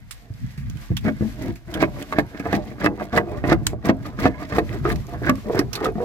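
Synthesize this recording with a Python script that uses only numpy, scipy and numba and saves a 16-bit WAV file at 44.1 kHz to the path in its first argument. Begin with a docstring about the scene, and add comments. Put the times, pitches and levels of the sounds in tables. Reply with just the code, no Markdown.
"""Scraping paint from a wooden door

A steel scraper, pushed in short strokes over flaking paint, is heard close to a two-port microphone.
Stick-slip clicks and knocks excite the damped modes of door panel and blade; the blade also sings faintly.
Grit, cracking flakes and tiny ticks are shaped noise; nearby walls return a short scatter of echoes.
Low noise swells after each push as a rumble, and a wavering noise forms the quiet outdoor hush."""
import sys
import numpy as np
from scipy import signal
from scipy.fft import rfft, irfft, next_fast_len
from scipy.io import wavfile
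from scipy.ndimage import uniform_filter1d
from numba import njit

SR = 44100
rng = np.random.default_rng(int(sys.argv[2]) if len(sys.argv) > 2 else 0)


def bounce(signal):
    """Save signal as a 16-bit WAV file at the path given by the first command-line argument."""
    frames = np.transpose(np.atleast_2d(signal))
    limited = np.clip(frames, -1, 1)
    pcm = np.round(limited * 32767).astype(np.int16)
    wavfile.write(sys.argv[1], SR, pcm)


def elevation(decibels):
    """Turn decibel levels (scalar or array-like) into linear amplitude ratios."""
    levels = np.asarray(decibels, float)
    return 10 ** (levels / 20)


N = 266364   # length in samples

# Hush spectrum, relative density: f/Hz, level/dB (per Hz)
HUSH_SPECTRUM = [(24, 16), (40, 14), (124, -20), (293, -35), (510, -19), (1330, -20.5), (2090, -17),
                 (2900, -21), (6000, -23), (12800, -25), (15300, -24), (16500, -69)]
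# Hush level in its 2.5-9 kHz band, before wavering: t/s, level/dB
HUSH_LEVEL = [(0.0, -58.5), (0.4, -55.5), (1.0, -53), (1.3, -44.5), (1.62, -55.5), (1.95, -48.5),
              (2.6, -56.5), (4.2, -57.5), (4.8, -51), (6.04, -52.5)]
# Rumble spectrum, relative density: f/Hz, level/dB (per Hz)
RUMBLE_SPECTRUM = [(13, -21), (24, 0), (54, 12.5), (86, 9), (124, 15), (172, 5), (250, 2), (320, -27),
                   (550, -120)]
# Rumble level, before the swell after each push: t/s, level/dB
RUMBLE_LEVEL = [(0.0, -50), (0.29, -64), (0.31, -36.5), (0.39, -47), (0.45, -25), (0.565, -36), (0.6, -30),
                (0.77, -25), (0.83, -41), (0.87, -80), (0.91, -25.5), (1.38, -41.5), (1.5, -25.5),
                (1.61, -51), (1.68, -33.5), (1.98, -38.5), (2.1, -61), (2.2, -27.5), (2.42, -72),
                (2.62, -42.5), (3.3, -29.5), (3.7, -29.5), (4.3, -33), (4.9, -23), (5.1, -34), (5.6, -35.5),
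                (5.85, -32), (6.04, -50)]
SHAKE_DB, SHAKE_S = 7.5, 0.037   # swell of the rumble, and its delay after the stop of a push

TICKS_PER_S, TICK_DB = 20, -44   # mean rate and smallest size of the crumb ticks
# Faint rising blade notes, mostly between pushes, one in the last push:
# start t/s, length/s, starting f/Hz, rms level/dB
SINGING_NOTES = [(3.298, 0.084, 990, -47.5), (4.326, .055, 978, -50), (4.38, 0.053, 1160, -46.5),
                 (6.017, .03, 790, -36)]
SINGING_RISE_HZ_PER_S, SINGING_T60_S = 1000, 0.085
# Dry flakes: t/s, relative level/dB, main t60/s, left-right level/dB, centre f/Hz
FLAKES = [(0.1096, -15, 0.092, -8.5, 8800), (0.576, -28, 0.26, 1, 2500), (0.6986, -18.5, 0.015, -8, 6600),
          (0.771, -33, 0.028, -24, 3000), (0.9678, -6.5, 0.055, -7, 3370),
          (1.557, -24.5, 0.093, -2.5, 2500), (1.7398, -10, 0.053, -5, 3330), (1.827, -8, 0.023, -8, 3000),
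          (2.025, -11.5, 0.019, -7, 3070), (2.126, -21.5, 0.042, -14, 3900),
          (2.186, -11, 0.056, -12.5, 4200), (2.396, -19.5, 0.061, -5, 2470), (2.528, -13, 0.049, -3, 3480),
          (2.842, -15, 0.083, 2, 5000), (2.858, -9.5, 0.03, 10, 2700), (3.162, -12.5, 0.06, 2, 4030),
          (3.174, -6.5, 0.03, 1, 3000), (3.6674, 9, 0.02, -1.5, 7570), (3.891, -23, 0.025, -15, 3000),
          (4.063, -25.5, 0.11, -3, 2520), (4.255, -12, 0.03, 3, 4200), (4.587, -11.5, 0.038, -5, 4130),
          (4.918, -18, 0.057, 8, 4160), (4.958, -28, 0.033, -27.5, 2600), (5.068, -24.5, 0.016, -9, 6360),
          (5.2956, 3.5, 0.017, -1, 2550), (5.3556, -19, 0.013, -14, 2420), (5.591, -2.5, 0.04, -4, 5170),
          (5.7305, -10.5, 0.06, -13, 5800), (5.7534, -7, 0.06, -3.5, 4270), (5.8443, -10, 0.059, -8, 3580)]
# Grit spectrum, relative density: f/Hz, level/dB (per Hz)
GRIT_SPECTRUM = [(1180, -24), (2000, -3), (2950, -16), (3220, -12), (4710, -14.5), (7520, -18),
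                 (12500, -20), (15400, -17), (16100, -7), (16500, -46)]
GRIT_LEAN_DB = (2.5, -5.5, -1.4)   # left-right level of low, middle and high crumbs

# Forward pushes: stop t/s, length/s, then panel, blade and grit level/dB reached at the stop
PUSH_STROKES = [(1.087, 0.041, -18.5, -30, -36), (1.237, 0.021, -21, -50, -70),
                (1.778, 0.1, -24.5, -36, -40.5), (1.837, 0.03, -19, -27, -31.5),
                (2.195, 0.1, -23.5, -30.5, -38.5), (2.558, 0.13, -19.5, -33, -32.5),
                (2.862, 0.057, -16, -25.5, -33.5), (3.187, 0.049, -16.5, -21.5, -30.5),
                (3.472, 0.025, -25.5, -28.5, -38.5), (3.528, 0.033, -17, -14.5, -27),
                (3.899, 0.047, -14, -21.5, -28.5), (4.266, 0.074, -16, -20.5, -27.5),
                (4.59, 0.087, -17, -28.5, -31.5), (4.91, 0.061, -21, -27, -30),
                (5.299, 0.066, -15.5, -25, -33.5), (5.542, 0.096, -20, -42, -39.5),
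                (5.596, 0.045, -19, -21.5, -34.5), (5.863, 0.14, -16, -22, -35.5),
                (6.03, 0.082, -21.5, -41, -46.5)]
BUILD_DB_PER_S = (154, 164, 133)   # growth during a push: panel, blade, grit
ONSET_DB_PER_S, RELEASE_DB_PER_S = (907.5, 913, 911), (298, 705, 810)   # before its start, after its stop
# Lighter drags: start t/s, length/s, then panel, blade and grit level/dB
PULL_STROKES = [(0.235, .05, -48.5, -71, -76), (0.44, 0.59, -70.5, -60, -57),
                (1.427, 0.061, -27, -42.5, -40), (1.993, 0.02, -32.5, -40, -45),
                (2.372, 0.011, -38, -52, -53), (2.625, 0.1, -34, -59, -50.5),
                (3.018, 0.0084, -30, -45, -43), (3.302, 0.077, -33.5, -44, -48),
                (3.69, 0.017, -37, -73, -45.5), (4.052, 0.032, -34, -46, -45.5),
                (4.416, 0.01, -30, -45.5, -41.5), (4.737, 0.013, -29, -38, -40),
                (5.136, 0.01, -32, -40.5, -46.5)]
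PULL_RISE_DB_PER_S, PULL_FALL_DB_PER_S = (186, 226, 241), (322, 285, 329)
# Edge resting lightly between strokes: t/s, panel level/dB
RESTING = [(0.0, -59), (0.9, -54), (1.3, -48), (1.62, -54.5), (2.0, -45), (2.6, -48.5), (3.5, -41),
           (3.8, -49), (4.2, -40.5), (5.0, -50.5), (6.04, -51.5)]
REST_BLADE_DB, REST_GRIT_DB = -7.5, -30   # against the panel

# Edge knocks on wood: t/s, relative strength/dB, blade share/dB, favoured panel f/Hz
EDGE_KNOCKS = [(0.301, -20.5, -46, 107), (0.433, -28, -35, 123), (0.576, -21.5, -22, 111),
               (0.697, -27, -34, 150), (0.753, -25.5, -37, 164), (0.902, -8.5, -42, 136),
               (0.914, -8, -35, 165), (1.047, -11.5, -28, 208), (1.065, -12, -23, 260),
               (1.078, -9.5, -18, 287), (1.206, -5, -28, 156), (1.221, -5, -33, 169.5),
               (1.824, -1.5, -6, 384), (2.122, -20.5, 3, 540), (2.183, 1.5, -8.5, 320),
               (2.344, -22.5, -16, 270), (2.397, -15.5, -5.5, 275), (2.453, -16.5, -9.5, 308),
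               (2.46, -17.5, -10, 380), (2.526, -8.5, -7.5, 340), (2.537, -7.5, -10.5, 308),
               (2.712, -24, -14, 277), (2.78, -30, -8, 296), (2.842, -9, -7, 314), (2.859, -2.5, -0.5, 294),
               (2.996, -33, 4, 690), (3.007, -19, -11, 764), (3.125, -18.5, -9, 230),
               (3.173, -4.5, -2, 467), (3.437, -9.5, -11.5, 340), (3.49, -9, -17, 377),
               (3.517, 5.5, -15.5, 288), (3.73, -20.5, -30, 377), (3.841, -36, -19, 287),
               (3.857, -24, -5, 285), (3.891, 5.5, -11.5, 279), (4.052, -30, -1, 310),
               (4.186, -14.5, -11.5, 217), (4.253, 5.5, -12, 300), (4.42, -20.5, -12, 322),
               (4.52, -16.5, -3.5, 294), (4.581, 0, -11, 331), (4.85, -15, -2, 363),
               (4.875, -17.5, -7, 380), (4.915, -17, -8, 200), (5.216, -19.5, -33, 330),
               (5.291, -2, -6.5, 278), (5.378, -20.5, -20, 275), (5.455, -17, -18, 202),
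               (5.495, -11.5, -25, 420), (5.545, -9, -22, 353), (5.59, -5, -9, 296), (5.814, -15, -25, 350),
               (5.838, -11, -20, 440), (5.863, -10, -30, 395), (5.885, -22.5, -10, 430),
               (5.953, -15, -25, 176), (5.979, -18.5, -30, 366), (6.001, -22.5, -10, 424)]
KNOCK_SCATTER_DB = 3   # chance spread per mode
KNOCK_DELAY_S = .0025   # each knock starts this long after its listed time
SOFTER_IS_LONGER = .2   # dB of contact time gained per dB of weaker blow
# Path along the door: t/s, favoured panel f/Hz, favoured blade f/Hz,
# panel selectivity/(dB per octave above the favoured pitch)
PATH = [(0.0, 236, 1890, 0.5), (0.8, 224, 1850, 14.5), (1.15, 233, 1670, 22.5), (1.75, 326, 1680, 15.5),
        (2.45, 284, 1770, 9), (2.8, 307, 1530, 11.5), (3.4, 376, 1690, 21.5), (3.55, 300, 1340, 12.5),
        (4.0, 303, 1300, 17), (4.55, 287, 1620, 11.5), (4.85, 369, 1330, 31), (5.1, 350, 1270, 27),
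        (5.35, 268, 1370, 27), (5.5, 440, 1320, 34), (5.7, 374, 1420, 25), (5.85, 395, 1280, 65),
        (5.96, 340, 1390, 37), (6.04, 446, 1130, 39)]
UPPER_PARTNER, UPPER_PARTNER_DB = 2.014, -14   # frequency ratio and level of a second favoured pitch
# Steel blade modes: f/Hz, relative level/dB, t60/s
BLADE_MODES = [(1051, 12, 0.064), (1193, 19.5, 0.03), (1393, 3.5, 0.016), (1525, 14.5, 0.012),
               (1633, 20, 0.012), (1827, 13.5, 0.031), (2116, 15.5, 0.019), (2545, 5, 0.049),
               (2700, 2.5, 0.033)]
# Door panel modes: f/Hz, relative level/dB
PANEL_MODES = [(95, 6.5), (125, 6.5), (165, 0), (205, 2), (236, -3.5), (275, 0.5), (315, -2.5), (350, -10),
               (390, -5), (430, -5.5), (475, -5.5), (520, -12), (565, -2.5), (620, 2), (675, -3), (720, -2),
               (765, 0), (820, -45.5), (880, -17), (950, 3)]
WOOD_T60_S_AT_100_HZ = 0.19   # at the reference selectivity; falls as the root of the pitch
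RING_DB_PER_SELECTIVITY_DB, REFERENCE_SELECTIVITY_DB = -0.01, 30   # selective spots ring shorter
PANEL_WANDER, BLADE_WANDER = .04, .03   # rms share by which each mode's pitch wanders slowly at random

# Balance of the modes between the ports: f/Hz, left-right level/dB
PORT_BALANCE = [(60, -3), (110, 0), (270, 1.5), (450, -3), (740, -4.5), (1220, 1), (2010, -11.5), (3330, 0)]
PORT_LAG_S = .0001   # delay of shared sound at the right port
ECHO_DB, ECHO_T60_S = -13, 0.047
# Microphone response: f/Hz, level/dB
MICROPHONE_RESPONSE = [(20, -45), (45, 3), (5000, -2), (8000, -7), (9200, -12.5), (10500, -7.5),
                       (13000, -4.5), (16000, -16)]
GAIN_KNEE_DB, GAIN_CUT, GAIN_RECOVERY_DB_PER_S = -15, 0.35, 123   # cut: share of the excess over the knee


def rms_one(x):
    """Normalization: scale to unit rms."""
    return x / np.sqrt(np.mean(x ** 2) + 1e-20)


def in_time(rows):
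    """Linear interpolation: the columns of a curve table at every sample."""
    s, *columns = np.transpose(rows)
    return [np.interp(np.arange(N) / SR, s, c) for c in columns]


def at_hz(points, hz):
    """Interpolation of a spectrum table on a logarithmic frequency axis."""
    table_hz, level_db = np.transpose(points)
    return np.interp(np.log(np.maximum(hz, 1)), np.log(table_hz), level_db)


def coloured(x, points):
    """Linear filtering: multiply the Fourier spectrum by a table of levels."""
    size = next_fast_len(N)
    gain = elevation(at_hz(points, np.fft.rfftfreq(size, 1 / SR)))
    return irfft(rfft(x, size) * gain, size)[..., :N]


def bandpass(x, order, low_hz, high_hz):
    """Butterworth filtering between two frequencies."""
    return signal.sosfilt(signal.butter(order, [low_hz, high_hz], "band", fs=SR, output="sos"), x)


def drift(rate):
    """Low-passed chance: unit-rms noise with a corner rate in Hz, made at every 40th sample."""
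    r = np.exp(-80 * np.pi * rate / SR)
    white = rng.standard_normal(N // 40 + 2002)
    slow = signal.lfilter([1], [1, -2 * r, r * r], white)[2000:]   # settled part only
    return np.interp(np.arange(N) / 40, np.arange(len(slow)), rms_one(slow))


def two_ports(x, alike):
    """Partial coherence: the right port has a delayed share of the left sound and a second part."""
    shared, own = x
    late = np.interp(np.arange(N) - PORT_LAG_S * SR, np.arange(N), shared)
    return np.array([shared, alike * late + np.sqrt(1 - alike ** 2) * own])


@njit
def resonate(force, r, cos_w, sin_w):
    """Damped oscillator: a two-pole recursion whose pitch and damping may move at each sample."""
    out = np.zeros(len(force))
    for i in range(2, len(force)):
        out[i] = sin_w[i] * force[i - 1] + 2 * r[i] * cos_w[i] * out[i - 1] - r[i] * r[i] * out[i - 2]
    return out


def ring(force, hz, t60):
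    """Impulse response: a unit click starts a decaying sine of height 1; hz and t60 per sample."""
    w = 2 * np.pi * hz / SR
    return resonate(force + 1e-18, elevation(-60 / (t60 * SR)), np.cos(w), np.sin(w))


def judder(per_s, spread_db):
    """Stick-slip: random clicks of uneven size and sign, coming in clumps, at unit rms."""
    sizes = elevation(spread_db * np.minimum(rng.exponential(1, N), 4)) * rng.choice([-1, 1], N)
    draw = rng.random(N)
    return rms_one(sizes * (draw < per_s * elevation(3.0 * drift(25)) / SR))


def after_stop(seconds):
    """Critically damped response: a bump of about 1, peaking this long after the latest stop."""
    stops, t = np.array([row[0] for row in PUSH_STROKES]), np.arange(N) / SR
    since = (t - np.r_[-10, stops][np.searchsorted(stops, t)]) / seconds
    return uniform_filter1d(since * np.exp(1 - since), size=441)


def hush():
    """Diffuse field: outdoor noise, nearly incoherent between the ports, wavering in level."""
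    far = coloured(two_ports(rng.standard_normal((2, N)), alike=0.043), HUSH_SPECTRUM)
    waver_db = 2.8 * drift(8)
    return elevation(in_time(HUSH_LEVEL)[0] + waver_db) * far / np.std(bandpass(far, 2, 2500, 9000))


def rumble():
    """Modulated noise: lumpy low noise, mostly incoherent, swelling after each push."""
    lumps = two_ports(rng.standard_normal((2, N)), alike=.2) * elevation(4.4 * drift(3.3))
    unit = np.std(coloured(lumps, RUMBLE_SPECTRUM))
    level_db = in_time(RUMBLE_LEVEL)[0] + SHAKE_DB * after_stop(SHAKE_S)
    return coloured(lumps * elevation(level_db), RUMBLE_SPECTRUM) / unit


def nearby_walls(x):
    """Early reverberation: convolution with a short dull noise decay, different in each port."""
    t = np.arange(int(.3 * SR)) / SR
    tail = rng.standard_normal((2, len(t))) * elevation(-60 * t / ECHO_T60_S) * (t > .003)
    tail = signal.lfilter([.4], [1, -.6], tail)
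    tail /= np.sqrt(np.sum(tail ** 2, axis=1, keepdims=True))
    return elevation(ECHO_DB) * signal.fftconvolve(x.mean(axis=0, keepdims=True), tail, axes=1)[:, :N]


def ticks():
    """Poisson events: single crumbs snap as short noise puffs, each in one of four octave bands."""
    born = rng.random(N) < TICKS_PER_S / SR
    sizes = elevation(TICK_DB + 6.2 * np.minimum(rng.exponential(1, N), 2))
    dealt, noise, out = rng.integers(0, 4, N), rng.standard_normal(N), 0
    decay = float(elevation(-60 / (0.011 * SR)))   # t60 of 11 ms
    for k, hz in enumerate(np.geomspace(2500, 7500, 4)):
        puffs = signal.lfilter([1], [1, -decay], born * sizes * (dealt == k) + 1e-18)
        out = out + bandpass(puffs * noise, 1, hz, 2 * hz)
    return two_ports([out, out], alike=0.93)


def singing():
    """Friction-driven resonance: noise through one narrow blade mode whose pitch creeps upward."""
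    t, out, noise = np.arange(N) / SR, np.zeros(N), rng.standard_normal(N)
    for s, length, hz, db in SINGING_NOTES:
        near = slice(int(s * SR), int((s + length + SINGING_T60_S) * SR))
        since = t[near] - s
        force = noise[near] * np.sqrt(np.sin(np.pi * np.clip(since / length, 0, 1)) + 1e-12)
        note = ring(force, hz + SINGING_RISE_HZ_PER_S * since, np.full(len(since), SINGING_T60_S))
        out[near] += elevation(db) * rms_one(note)
    return two_ports([out, out], alike=0.97) * elevation([[-2.0], [2.0]])


def cracks():
    """Brittle fracture: each flake is a sharp-fronted noise burst with its own colour and a faint tail."""
    out, t = np.zeros((2, N)), np.arange(int(.25 * SR)) / SR
    noise = two_ports(rng.standard_normal((2, N)), alike=0.49)
    for s, db, t60, pan_db, centre_hz in FLAKES:
        start = round(s * SR)
        decay = elevation(-60 * t / t60) + elevation(-25.0) * elevation(-60 * t / 0.13)
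        shape = (1 - np.exp(-t / 0.000043)) * decay
        burst = noise[:, start:start + len(t)]
        peak = bandpass(burst, 2, 0.86 * centre_hz, 1.175 * centre_hz)
        broad = signal.sosfilt(signal.butter(3, 1300, "high", fs=SR, output="sos"), burst)
        dull_hz = min(2.75 * centre_hz, 15000)   # duller well above the centre
        broad = broad - 0.5 * signal.sosfilt(signal.butter(1, dull_hz, "high", fs=SR, output="sos"), broad)
        lean_db = pan_db * np.array([[.5], [-.5]])
        sound = 0.78 * peak * elevation(lean_db) + 0.5 * broad * elevation(1.1 * lean_db)   # broad part leans more
        out[:, start:start + len(t)] += elevation(db - 3.0) * sound * shape[:burst.shape[1]]
    return out


def pressure(layer):
    """Power summation: drive in dB of panel (0), blade (1) or grit (2) from pushes, drags and rest."""
    t = np.arange(N) / SR
    power = elevation(in_time(RESTING)[0] + (0, REST_BLADE_DB, REST_GRIT_DB)[layer]) ** 2
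    drags = [(s + length, length, *db) for s, length, *db in PULL_STROKES]
    strokes = ((PUSH_STROKES, BUILD_DB_PER_S[layer], ONSET_DB_PER_S, RELEASE_DB_PER_S),
               (drags, 0, PULL_RISE_DB_PER_S, PULL_FALL_DB_PER_S))
    for rows, growth, rise, fall in strokes:
        for stop, length, *db in rows:
            start = stop - length
            near = slice(max(int((start - .3) * SR), 0), int((stop + .3) * SR))
            build = growth * np.clip(stop - t[near], 0, length)
            before, after = np.maximum(start - t[near], 0), np.maximum(t[near] - stop, 0)
            power[near] += elevation(db[layer] - build - rise[layer] * before - fall[layer] * after) ** 2
    return 10 * np.log10(power)


def grit():
    """Granular noise: crumbs ground under the edge; three bands flicker together and on their own."""
    grains = np.array([judder(2300, 4.7) + 0.8 * judder(350, 3.5) + 1.4 * rng.standard_normal(N)
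                       for port in range(2)])   # dense grains, sparser snaps, hiss
    flicker_db = 3.4 * drift(78)
    crumbs = rms_one(coloured(two_ports(grains, alike=0.28), GRIT_SPECTRUM))
    low, below_high = (signal.sosfilt(signal.butter(2, hz, fs=SR, output="sos"), crumbs)
                       for hz in (3500, 7500))
    out = 0
    for band, pan_db in zip((low, below_high - low, crumbs - below_high), GRIT_LEAN_DB):
        out = out + band * elevation(4.0 * drift(38) + pan_db * np.array([[.5], [-.5]]))
    return elevation(pressure(2) + flicker_db) * out


def favour(modes, centre_hz, db_per_octave, upper_db):
    """Selective coupling: modes off the favoured pitch or its partner get less; total power stays."""
    hz, db, t60 = np.array(modes).T[:, :, None]
    octaves = np.log2(hz / centre_hz)
    drive = elevation(-db_per_octave * np.maximum(octaves, -1.55 * octaves))   # steeper below the pitch
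    drive = drive + elevation(upper_db - 1.6 * db_per_octave * np.abs(octaves - np.log2(UPPER_PARTNER)))
    power = np.sum((drive * elevation(db)) ** 2 * t60, axis=0)
    return drive / np.sqrt(power / np.sum(elevation(db) ** 2 * t60))


def knocks(modes, peak_db, spot_hz, contact_s, narrow_db, chatter, upper_db=-60):
    """Impact: a rounded push and recoil per knock forces each mode; three weaker rebounds follow."""
    force, t = np.zeros((len(modes), N)), np.arange(int(.02 * SR)) / SR
    drive = favour(modes, spot_hz, narrow_db, upper_db).T
    scatter = elevation(KNOCK_SCATTER_DB * rng.standard_normal(drive.shape))
    rebounds = rng.random((len(EDGE_KNOCKS), 3, 2))
    for k, row in enumerate(EDGE_KNOCKS):
        delays = np.r_[0, .002 + .009 * rebounds[k, :, 0]]
        sizes = np.r_[1, chatter * (2 * rebounds[k, :, 1] - 1)]   # rebounds of either sign
        since = np.maximum(t - delays[:, None], 0) / contact_s[k]
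        push = sizes @ (since * (2 - since) * np.exp(-since)) / (contact_s[k] * SR)
        start = round((row[0] + KNOCK_DELAY_S) * SR)
        force[:, start:start + len(t)] += np.outer(elevation(peak_db[k]) * drive[k] * scatter[k], push)
    return force


def body(modes, level_db, centre_hz, slips, struck, narrow_db, patchy_db, turn, wander, lasting,
         upper_db=-60):
    """Modal superposition: slips and knocks drive each mode, with its own balance and lag at the ports."""
    out, phases = np.zeros((2, N)), rng.random(len(modes))
    drive = favour(modes, centre_hz[::64], narrow_db[::64], upper_db)
    drive = np.repeat(drive, 64, axis=1)[:, :N]
    # a steady force of rms 1 on all modes would sound at this rms
    unit = np.sqrt(sum(elevation(db) ** 2 * t60 * SR / (12 * np.log(10)) for hz, db, t60 in modes))
    steady = elevation(level_db) / unit / np.sqrt(lasting)
    for k, (hz, db, t60) in enumerate(modes):
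        patchy = elevation(patchy_db * drift(3.0))   # each mode's drive wavers slowly at random
        force = (-1) ** k * slips[k % 2] * steady * drive[k] * patchy + struck[k]
        tone = elevation(db) * ring(force, hz * (1 + wander * drift(2.97)), t60 * lasting)
        lag = PORT_LAG_S * SR + turn * phases[k] * SR / (2 * np.pi * hz)
        late = np.interp(np.arange(N) - lag, np.arange(N), tone)
        lean_db = at_hz(PORT_BALANCE, hz)
        out += np.array([tone * elevation(lean_db / 2), late * elevation(-lean_db / 2)])
    return out


def clinks():
    """Short impact: very brief contacts force the blade modes, neighbours starting opposite ways."""
    s, peak_db, share_db, spot_hz = np.transpose(EDGE_KNOCKS)
    blade_hz = in_time(PATH)[1][(s * SR).astype(int)]
    force = knocks(BLADE_MODES, peak_db + share_db - 14.5, blade_hz,
                   contact_s=.00004 * elevation(-SOFTER_IS_LONGER * peak_db), narrow_db=8.0, chatter=0.63)
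    force[::2] *= -1
    return force


def blade(struck):
    """Forced vibration of steel: stick-slip and the clinks ring the blade modes."""
    return body(BLADE_MODES, pressure(1), in_time(PATH)[1], [judder(450, 2.34), judder(500, 4.5)], struck,
                narrow_db=np.full(N, 10.5), patchy_db=5.0, turn=1.31, wander=BLADE_WANDER, lasting=np.ones(N))


def wood_modes():
    """Modal damping: the higher panel modes die sooner."""
    return [(hz, db, WOOD_T60_S_AT_100_HZ * np.sqrt(100 / hz)) for hz, db in PANEL_MODES]


def thuds():
    """Soft impact: longer contacts push the panel as a whole."""
    s, peak_db, share_db, spot_hz = np.transpose(EDGE_KNOCKS)
    # a deep spot is a soft one: the contact lasts longer
    contact_s = 0.056 / spot_hz * elevation(-SOFTER_IS_LONGER * peak_db)
    narrow_db = 4.5 + 0.95 * in_time(PATH)[2][(s * SR).astype(int)]
    return -knocks(wood_modes(), peak_db - 14.5, spot_hz, contact_s, narrow_db, chatter=0.51,
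                   upper_db=UPPER_PARTNER_DB)


def panel(struck):
    """Forced vibration of wood: stick-slip and the thuds ring the door modes."""
    panel_hz, blade_hz, narrow_db = in_time(PATH)
    lasting = elevation(RING_DB_PER_SELECTIVITY_DB * (narrow_db - REFERENCE_SELECTIVITY_DB))
    return body(wood_modes(), pressure(0), panel_hz, [judder(400, 4.8), judder(400, 2.64)], struck,
                narrow_db, patchy_db=3.0, turn=0.29, wander=PANEL_WANDER, lasting=lasting,
                upper_db=UPPER_PARTNER_DB)


def scene():
    """Superposition: scraper and door with their echoes, over rumble and hush."""
    on_panel, on_blade = thuds(), clinks()
    near = panel(on_panel) + blade(on_blade) + grit() + cracks() + singing() + ticks()
    return near + nearby_walls(near) + rumble() + hush()


def gain_control(x):
    """Level compression: loud sound pulls the gain down within milliseconds; it recovers steadily."""
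    level_db = 10 * np.log10(uniform_filter1d(np.mean(x ** 2, axis=0), size=221) + 1e-12)
    ramp = GAIN_RECOVERY_DB_PER_S * np.arange(N) / SR
    wanted_db = GAIN_CUT * np.maximum(level_db - GAIN_KNEE_DB, 0)
    cut_db = np.maximum.accumulate(wanted_db + ramp) - ramp
    r = np.exp(-1 / (0.011 * SR))   # 11 ms smoothing
    return x * elevation(-signal.lfilter([1 - r], [1, -r], cut_db))


def low_pass(x):
    """Removes everything above the highest recorded frequency."""
    return signal.sosfilt(signal.butter(12, 16790, fs=SR, output="sos"), x)


def record(dry):
    """Transduction: microphone response, gain control, then saturation that rounds the loudest peaks."""
    levelled = gain_control(coloured(dry, MICROPHONE_RESPONSE))
    finished = 0.98 * np.tanh(levelled / 1.405)
    return low_pass(finished)


dry = scene()
out = record(dry)
bounce(out)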